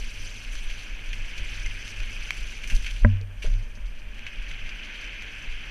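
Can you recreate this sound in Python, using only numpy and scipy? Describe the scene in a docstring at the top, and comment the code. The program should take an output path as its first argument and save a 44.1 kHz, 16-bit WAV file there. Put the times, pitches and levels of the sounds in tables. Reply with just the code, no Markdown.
"""Wet dirt trail between trees: a bicycle descends, heard by a helmet camera in a closed housing.
The head shakes at very low pitch (filtered noise), with a few hard jolts (single swings); knocks ring the mount's modes.
Tyre rush, flung mud and wet slaps are noise and grains through the housing's resonances; wind is shaped noise.
Grit and rattles are short decaying rings; the electronics add faint steady tones and hiss."""
import sys
import numpy as np
from scipy import signal
from scipy.fft import rfft, irfft
from scipy.io import wavfile
from scipy.ndimage import uniform_filter1d

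SR = 44100
rng = np.random.default_rng(int(sys.argv[2]) if len(sys.argv) > 2 else 0)


def level_to_linear(level):
    """Convert decibel levels to linear amplitude factors, elementwise."""
    exponent = np.asarray(level, float) / 20
    return 10 ** exponent


def generate_wav(signal):
    """Clip the signal to [-1, 1] and save it as 16-bit WAV at the path in sys.argv[1]."""
    frames = np.transpose(np.atleast_2d(signal))
    scaled = np.clip(frames, -1, 1) * 32767
    pcm = np.round(scaled).astype(np.int16)
    wavfile.write(sys.argv[1], SR, pcm)


N = 251370

# roots and ruts that shake the head: start_s, level_db
BUMPS = [(0.04, -27), (0.23, -31), (0.5, -30.5), (0.57, -28.5), (0.68, -25.5), (0.93, -30.5), (1.1, -27.5),
         (1.22, -26.5), (1.42, -27), (1.52, -31.5), (1.65, -24.5), (2.02, -25), (2.2, -30.5), (2.42, -28),
         (2.6, -36), (2.68, -31), (2.82, -25.5), (2.95, -27.5), (3.14, -25), (3.41, -32.5), (3.63, -29),
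         (3.84, -27), (3.97, -33.5), (4.09, -35), (4.2, -36.5), (4.4, -29), (4.52, -31.5), (4.65, -29.5),
         (4.81, -46), (5.03, -46), (5.22, -43.5), (5.51, -27)]
# whole-body jolts: centre_s, level_db (before swing_factor), swing_hz, gaussian_sigma_s, swing_factor (signed)
JOLTS = [(2.751, -11.5, 24.8, 0.015, -1.26), (3.0446, -6.5, 35.3, 0.016, 0.84),
         (3.469, -10, 23.2, 0.013, -0.89), (3.528, -12, 32.2, 0.036, 0.73)]
# knocks on the mount: start_s, level_db (before mode level), hardness_db
KNOCKS = [(1.396, -38.5, -3.5), (1.709, -60, -13), (1.987, -39, -21), (2.721, -39.5, 6),
          (3.0478, -10.5, 0.4), (3.47, -33.5, -4), (3.774, -46.5, 7.5), (4.175, -50, -15)]
# modes of mount and shell: pitch_hz, level_db, knock_t60_s, hardness_share (0-1)
MOUNT_MODES = [(96.83, 0, 0.53, 0.06), (227, -4, 0.17, 0.86), (591.4, -9.5, 0.067, 0.2),
               (292, -13.5, 0.051, 1), (404, -14.5, 0.02, 1), (516, -16, 0.049, 0.74),
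               (1008, -15.5, 0.041, 0.9), (1625, -2.5, 0.019, 0.8), (1946, 2.5, 0.011, 1)]
# lowest mode's hum, before waver: time_s, level_db
HUM = [(0, -54), (0.35, -51), (0.7, -57), (1.1, -50), (1.8, -48), (2.45, -51.5), (2.65, -52.5), (3.1, -53),
       (3.4, -52), (3.6, -40), (3.8, -57.5), (4.25, -52), (4.4, -61), (4.65, -49), (4.98, -63),
       (5.35, -55.5), (5.7, -60)]
# rattles of helmet and strap, before low-pass: start_s, level_db, pitch_hz, t60_s
RATTLES = [(1.6612, -26.5, 2110, 0.043), (1.6618, -24.5, 6100, 0.011), (2.3072, -25.5, 3220, 0.015),
           (3.212, -45, 452, 0.12), (3.4435, -30, 414, 0.018), (3.4485, -32, 490, 0.023),
           (3.4505, -36, 646, 0.035), (3.4605, -33.5, 1510, 0.013)]
# the ride, quiet while the wheels are off the ground: time_s, rush_db, spray_db (before waver and puffs)
RIDE = [(0, -44, -48.5), (0.2, -44.5, -47.5), (0.45, -45, -51.5), (0.6, -44.5, -47.5), (0.85, -43.5, -51.5),
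        (0.95, -44, -54.5), (1.2, -43, -53), (1.5, -40, -49.5), (1.9, -42, -50), (2.25, -40.5, -49),
        (2.4, -42.5, -47), (2.66, -44, -50), (2.9, -47.5, -47.5), (3.02, -49.5, -55.5), (3.15, -47, -75),
        (3.25, -56.5, -71), (3.4, -54.5, -66), (3.43, -56, -50.5), (3.55, -50.5, -56.5), (3.7, -54, -66),
        (4.12, -50, -67), (4.25, -44.5, -73), (4.55, -42, -66), (5.1, -39.5, -72), (5.3, -41.5, -59),
        (5.7, -41.5, -64)]
# resonances of the housing: pitch_hz, width_hz, level_db (before tilt)
HOUSING_MODES = [(1594, 224, -6.5), (2135, 290, -2), (2490, 340, 1.35), (3124, 480, -4.5), (4480, 850, -17),
                 (6093, 356, -14), (7170, 400, -23), (9870, 2000, -29.5), (11240, 240, -24),
                 (13700, 4300, -33.5)]
# puffs of spray, about eleven a second once the tyres are back on the ground: start_s, level_db
PUFFS = [(3.6253, -58.5), (3.6961, -65), (3.763, -63), (3.8627, -58.5), (3.9944, -58.5), (4.1476, -58),
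         (4.2683, -60.5), (4.3247, -58.5), (4.4284, -57), (4.4928, -51), (4.5936, -61), (4.6674, -53),
         (4.7617, -55), (4.8495, -54), (4.9518, -52), (5.0131, -52), (5.1393, -60), (5.2137, -60),
         (5.2795, -61), (5.3818, -56), (5.4307, -52), (5.5205, -53), (5.6592, -58)]
# tyres slapping into wet ground: start_s, body_db, spray_db, t60_s
SLAPS = [(0.52, -46, -48, .15), (0.699, -38.5, -58, 0.17), (1.131, -29, -68, 0.031),
         (1.375, -40, -62, 0.19), (2.635, -38, -53, 0.11), (2.673, -39, -42, 0.095),
         (2.698, -32, -49, 0.25), (2.745, -52, -44, 0.16), (2.844, -39, -59, 0.22),
         (2.861, -32.5, -61, 0.2), (2.96, -40, -61, .15), (3.4205, -37.5, -59, 0.3), (4.18, -45, -67, .1),
         (4.265, -35, -64, .1), (4.51, -35, -64, 0.073), (4.69, -35, -68, 0.096), (5.04, -38.5, -71, 0.13),
         (5.223, -41, -62, 0.092), (5.38, -53, -57, 0.12)]
# grit and stones striking the shell, before band filters: start_s, ring_db, ring_hz, tick_db (before random split)
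GRIT = [(0.4488, -28, 2770, -40), (0.5536, -32.5, 1600, -30.5), (1.131, -33, 1980, -34),
        (1.3818, -25, 2630, -35), (1.879, -25, 2800, -34), (2.003, -26, 2490, -35),
        (2.3065, -11, 2320, -23.5), (2.6419, -26, 2350, -39), (2.7654, -35, 2980, -27),
        (2.825, -37, 3260, -38), (2.8454, -24, 3160, -41), (2.8667, -39, 2900, -31),
        (2.911, -28, 3050, -33), (3.213, -51, 2500, -37.5), (3.4267, -28, 2480, -38),
        (3.4405, -41, 2430, -44), (3.7537, -62, 1380, -42), (4.1931, -30, 2470, -44),
        (4.266, -28.5, 2430, -40), (5.2225, -29, 2280, -37), (5.3615, -32, 2360, -48)]
# spectrum shape of wind and frame noise: pitch_hz, relative_level_db
WIND_SHAPE = [(29, -13), (50, 3), (65, -42), (96, -28.5), (124, -15.5), (225, -19.5), (506, -24.5),
              (590, -27.5), (1400, -26.5), (1820, -21.5), (3080, -120)]
# steady whine of the electronics: pitch_hz, rms_db
WHINE = [(8780, -78), (11687, -86), (11719, -84), (14626, -84), (14653, -93)]


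def rms_one(x):
    """Scale to rms 1."""
    return x / np.sqrt(np.mean(x ** 2) + 1e-20)


def in_time(rows):
    """Columns of a curve table at every sample."""
    time_s, *columns = np.transpose(rows)
    return [np.interp(np.arange(N) / SR, time_s, c) for c in columns]


def cut(x, hz, kind, order=2):
    """Butterworth filter."""
    return signal.sosfilt(signal.butter(order, hz, kind, fs=SR, output="sos"), x)


def drift(rate_hz):
    """Slow random curve, rms 1: low-passed noise."""
    return rms_one(cut(rng.standard_normal(N + SR), rate_hz, "low")[SR:])


def evened(x, span_s, keep):
    """Random swells pressed flat by the local power; rms 1."""
    local_power = uniform_filter1d(x ** 2, size=int(span_s * SR))
    return rms_one(x / np.sqrt(local_power + keep * np.mean(x ** 2)))


def ring(x, hz, t60_s):
    """Two-pole resonator: a unit click starts a decaying sine of height 1."""
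    r, w = level_to_linear(-60 / (t60_s * SR)), 2 * np.pi * hz / SR
    return signal.lfilter([0, np.sin(w)], [1, -2 * r * np.cos(w), r * r], x + 1e-18)


def pings(rows):
    """Short rings, at most 0.1 s each: start_s, level_db, pitch_hz, t60_s."""
    out, span = np.zeros(N), SR // 10
    for start_s, level_db, hz, t60_s in rows:
        at = int(start_s * SR)
        out[at:at + span] += level_to_linear(level_db) * ring(np.arange(span) == 0, hz, t60_s)[:N - at]
    return out


def grains(per_s, spread_db):
    """Random clicks of random sign, a few much larger than the rest."""
    sizes = level_to_linear(spread_db * np.minimum(rng.exponential(1, N), 5)) * rng.choice([-1, 1], N)
    return sizes * (rng.random(N) < per_s / SR)


def dealt(clicks, bands_hz):
    """Each grain goes to one random band; band power grows with bandwidth; rms 1."""
    pick = rng.integers(0, len(bands_hz), N)
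    out = 0
    for k, band in enumerate(bands_hz):
        own = rms_one(cut(clicks * (pick == k), band, "band"))
        out = out + own * np.sqrt(band[1] - band[0])
    return rms_one(out)


def swells(rows, rise_s, t60_s, floor_db):
    """Level in dB: each event swells quickly and dies away; powers add on a floor."""
    t, power = np.arange(N) / SR, level_to_linear(2 * floor_db)
    for start_s, level_db in rows:
        near = t - start_s
        rise, decay = np.exp(-(near / rise_s) ** 2), level_to_linear(-120 * near.clip(0) / t60_s)
        power = power + level_to_linear(2 * level_db) * np.where(near < 0, rise, decay)
    return 10 * np.log10(power)


def housing(x, tilt_db, flicker_db=0):
    """Parallel resonances of alternating sign, optionally fed unevenly; tilt in dB per octave about 2.5 kHz."""
    out = 0
    for k, (hz, width_hz, level_db) in enumerate(HOUSING_MODES):
        r = np.exp(-np.pi * width_hz / SR)
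        fed = x * level_to_linear(flicker_db * drift(26.0)) if flicker_db else x + 1e-18
        band = signal.lfilter([1, 0, -1], [1, -2 * r * np.cos(2 * np.pi * hz / SR), r * r], fed)
        gain = level_to_linear(level_db + tilt_db * np.log2(hz / 2500)) * (1 - r * r) / 2
        out = out + (-1) ** k * gain * band
    return cut(cut(out, 1070, "high", order=4), 5930, "low")


def head_shake():
    """Bumps swing head and camera below 50 Hz; the noise's random swells are pressed flat."""
    level_db = swells(BUMPS, rise_s=0.033, t60_s=0.59, floor_db=-41.5)
    swing = cut(cut(rng.standard_normal(N + SR), 38.45, "low", order=10), 13.8, "high", order=1)[SR:]
    return level_to_linear(level_db) * evened(swing, 0.0586, keep=0.058)


def jolts():
    """Each jolt is one heavy swing out and back: a sine under a Gaussian."""
    t, out = np.arange(N) / SR, np.zeros(N)
    for centre_s, level_db, hz, sigma_s, factor in JOLTS:
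        swing = np.sin(2 * np.pi * hz * (centre_s - t))
        out += factor * level_to_linear(level_db) * swing * np.exp(-((t - centre_s) / sigma_s) ** 2 / 2)
    return out


def mount_knocks():
    """Knocks ring all modes, each lifted by its share of the hardness; parts chatter for a few milliseconds."""
    start_s, level_db, hardness_db = np.transpose(KNOCKS)
    at, rings, clicks = (start_s * SR).astype(int), np.zeros(N), np.zeros(N)
    for hz, mode_db, t60_s, share in MOUNT_MODES:
        strikes = np.zeros(N)
        strikes[at] = -level_to_linear(level_db + mode_db + share * hardness_db)
        rings += ring(strikes, hz, t60_s)
    clicks[at] = level_to_linear(level_db + hardness_db - 6)
    decay = signal.lfilter([1], [1, -level_to_linear(-60 / (0.027 * SR))], clicks + 1e-18)
    chatter = cut(decay * rng.standard_normal(N), [500, 2300], "band")
    return cut(rings + chatter, 1750, "low", order=4)  # soft contact: little treble


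def mount_hum():
    """Steady shaking, as noise, keeps the three main modes humming."""
    waver_db = 2
    (hum_db,) = in_time(HUM)
    levels_db = hum_db + waver_db * drift(4.4), -63.5 + waver_db * drift(10.2), -67
    out = 0
    for (hz, _, t60_s, _), level_db in zip(MOUNT_MODES[:3], levels_db):
        tone = ring(rng.standard_normal(N), hz, 1.62 * t60_s)
        out = out + level_to_linear(level_db) * evened(tone, 0.17, keep=0.27)
    return out


def rattles():
    """Helmet and strap parts ring briefly, dulled by a low-pass."""
    return cut(pings(RATTLES), 5400, "low")


def tyre_rush(level_db):
    """Tyre knobs on wet dirt and wind: noise with clumped grain through the housing."""
    clumped = grains(1200 * level_to_linear(3.3 * drift(20)), 2.55)
    grain = dealt(clumped, [[1200, 1850], [1900, 2560], [2600, 3400], [3500, 6800]])
    source = rng.standard_normal(N) + 0.38 * grain
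    return level_to_linear(level_db) * evened(housing(source, tilt_db=-2.0, flicker_db=1.05), 0.072, keep=0.083)


def mud_spray(ride_db):
    """Mud and water flung off the tyres: clumped drops on fine mist, with short puffs."""
    level_db = swells(PUFFS, rise_s=0.0079, t60_s=0.2, floor_db=ride_db + 1.6 * drift(14.4))
    clumped = grains(2000 * level_to_linear(3.5 * drift(30)), 1.4)
    drops = dealt(clumped, [[3500, 5560], [5000, 11400], [7500, 13100], [10500, 15500]])
    source = 0.44 * drops + 0.5 * rng.standard_normal(N)
    bright = cut(housing(source, tilt_db=5.5, flicker_db=2.0), 3430, "high", order=4)
    return level_to_linear(level_db) * rms_one(bright)


def wet_slaps():
    """Sudden rough bursts that die away, in the housing's body and in the treble."""
    rise_s = 0.0022
    t, rough, out = np.arange(N) / SR, rms_one(grains(2000, 1.2)), np.zeros(N)
    body = rms_one(housing(rough, tilt_db=1.5))
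    bright = rms_one(cut(housing(rough, tilt_db=13.0), 3300, "high", order=4))
    for start_s, body_db, spray_db, t60_s in SLAPS:
        near = t - start_s
        envelope = (near / rise_s).clip(0, 1) * level_to_linear(-60 * np.maximum(near, 0) / t60_s)
        out += envelope * (level_to_linear(body_db) * body + level_to_linear(spray_db) * bright)
    return out


def grit():
    """Each speck rings at its own pitch and ticks in two upper shell modes, a dry snap on top."""
    start_s, ring_db, ring_hz, tick_db = np.transpose(GRIT)
    split_db, same = rng.normal(0, 1.6, (len(start_s), 2)), np.ones(len(start_s))
    body = pings(zip(start_s, ring_db, ring_hz, 0.0093 * same))
    ticks = np.zeros(N)
    for k, hz in enumerate((4530, 5680)):
        ticks += pings(zip(start_s, tick_db + split_db[:, k], hz * same, 15 / hz * same))  # t60: 15 cycles
    snaps = pings(zip(start_s, ring_db - 24, 12100 * same, 0.0024 * same))
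    return cut(body, [1000, 3800], "band") + cut(ticks, [3500, 7500], "band") + cut(snaps, [10000, 14500], "band")


def wind(rush_db):
    """Dull fluttering noise of wind and frame, partly following the rush; level set in 300-1100 Hz."""
    level_db = -58.5 + 0.35 * (rush_db - rush_db.mean())
    shape_hz, shape_db = np.transpose(WIND_SHAPE)
    hz = np.maximum(np.fft.rfftfreq(N, 1 / SR), 1)
    shape = level_to_linear(np.interp(np.log(hz), np.log(shape_hz), shape_db))
    noise = irfft(rfft(rng.standard_normal(N)) * shape, N)
    return level_to_linear(level_db + 0.58 * drift(10.0)) * noise / np.std(cut(noise, [300, 1100], "band"))


def electronics():
    """Thin steady sines over the preamplifier's band-limited hiss."""
    t, tones = np.arange(N) / SR, np.zeros(N)
    for hz, rms_db in WHINE:
        tones += np.sqrt(2) * level_to_linear(rms_db) * np.sin(2 * np.pi * hz * t)
    hiss = rms_one(cut(rng.standard_normal(N), [3000, 11000], "band", order=1))
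    return tones + level_to_linear(-71.5) * hiss


def scene():
    """All layers on one microphone."""
    rush_db, spray_db = in_time(RIDE)
    body = head_shake() + jolts() + mount_knocks() + mount_hum() + rattles()
    air = tyre_rush(rush_db) + mud_spray(spray_db) + wet_slaps() + grit() + wind(rush_db)
    return (body + air + electronics())[None]


def roll_off(x):
    """The treble ends steeply here."""
    return signal.sosfilt(signal.butter(12, 16130, fs=SR, output="sos"), x)


def record(dry):
    """Two steep low-passes in series cut the top of the treble."""
    top_hz = 15150
    once = cut(dry, top_hz, "low", order=16)
    mix = cut(once, top_hz, "low", order=16)
    return roll_off(mix)


dry = scene()
out = record(dry)
generate_wav(out)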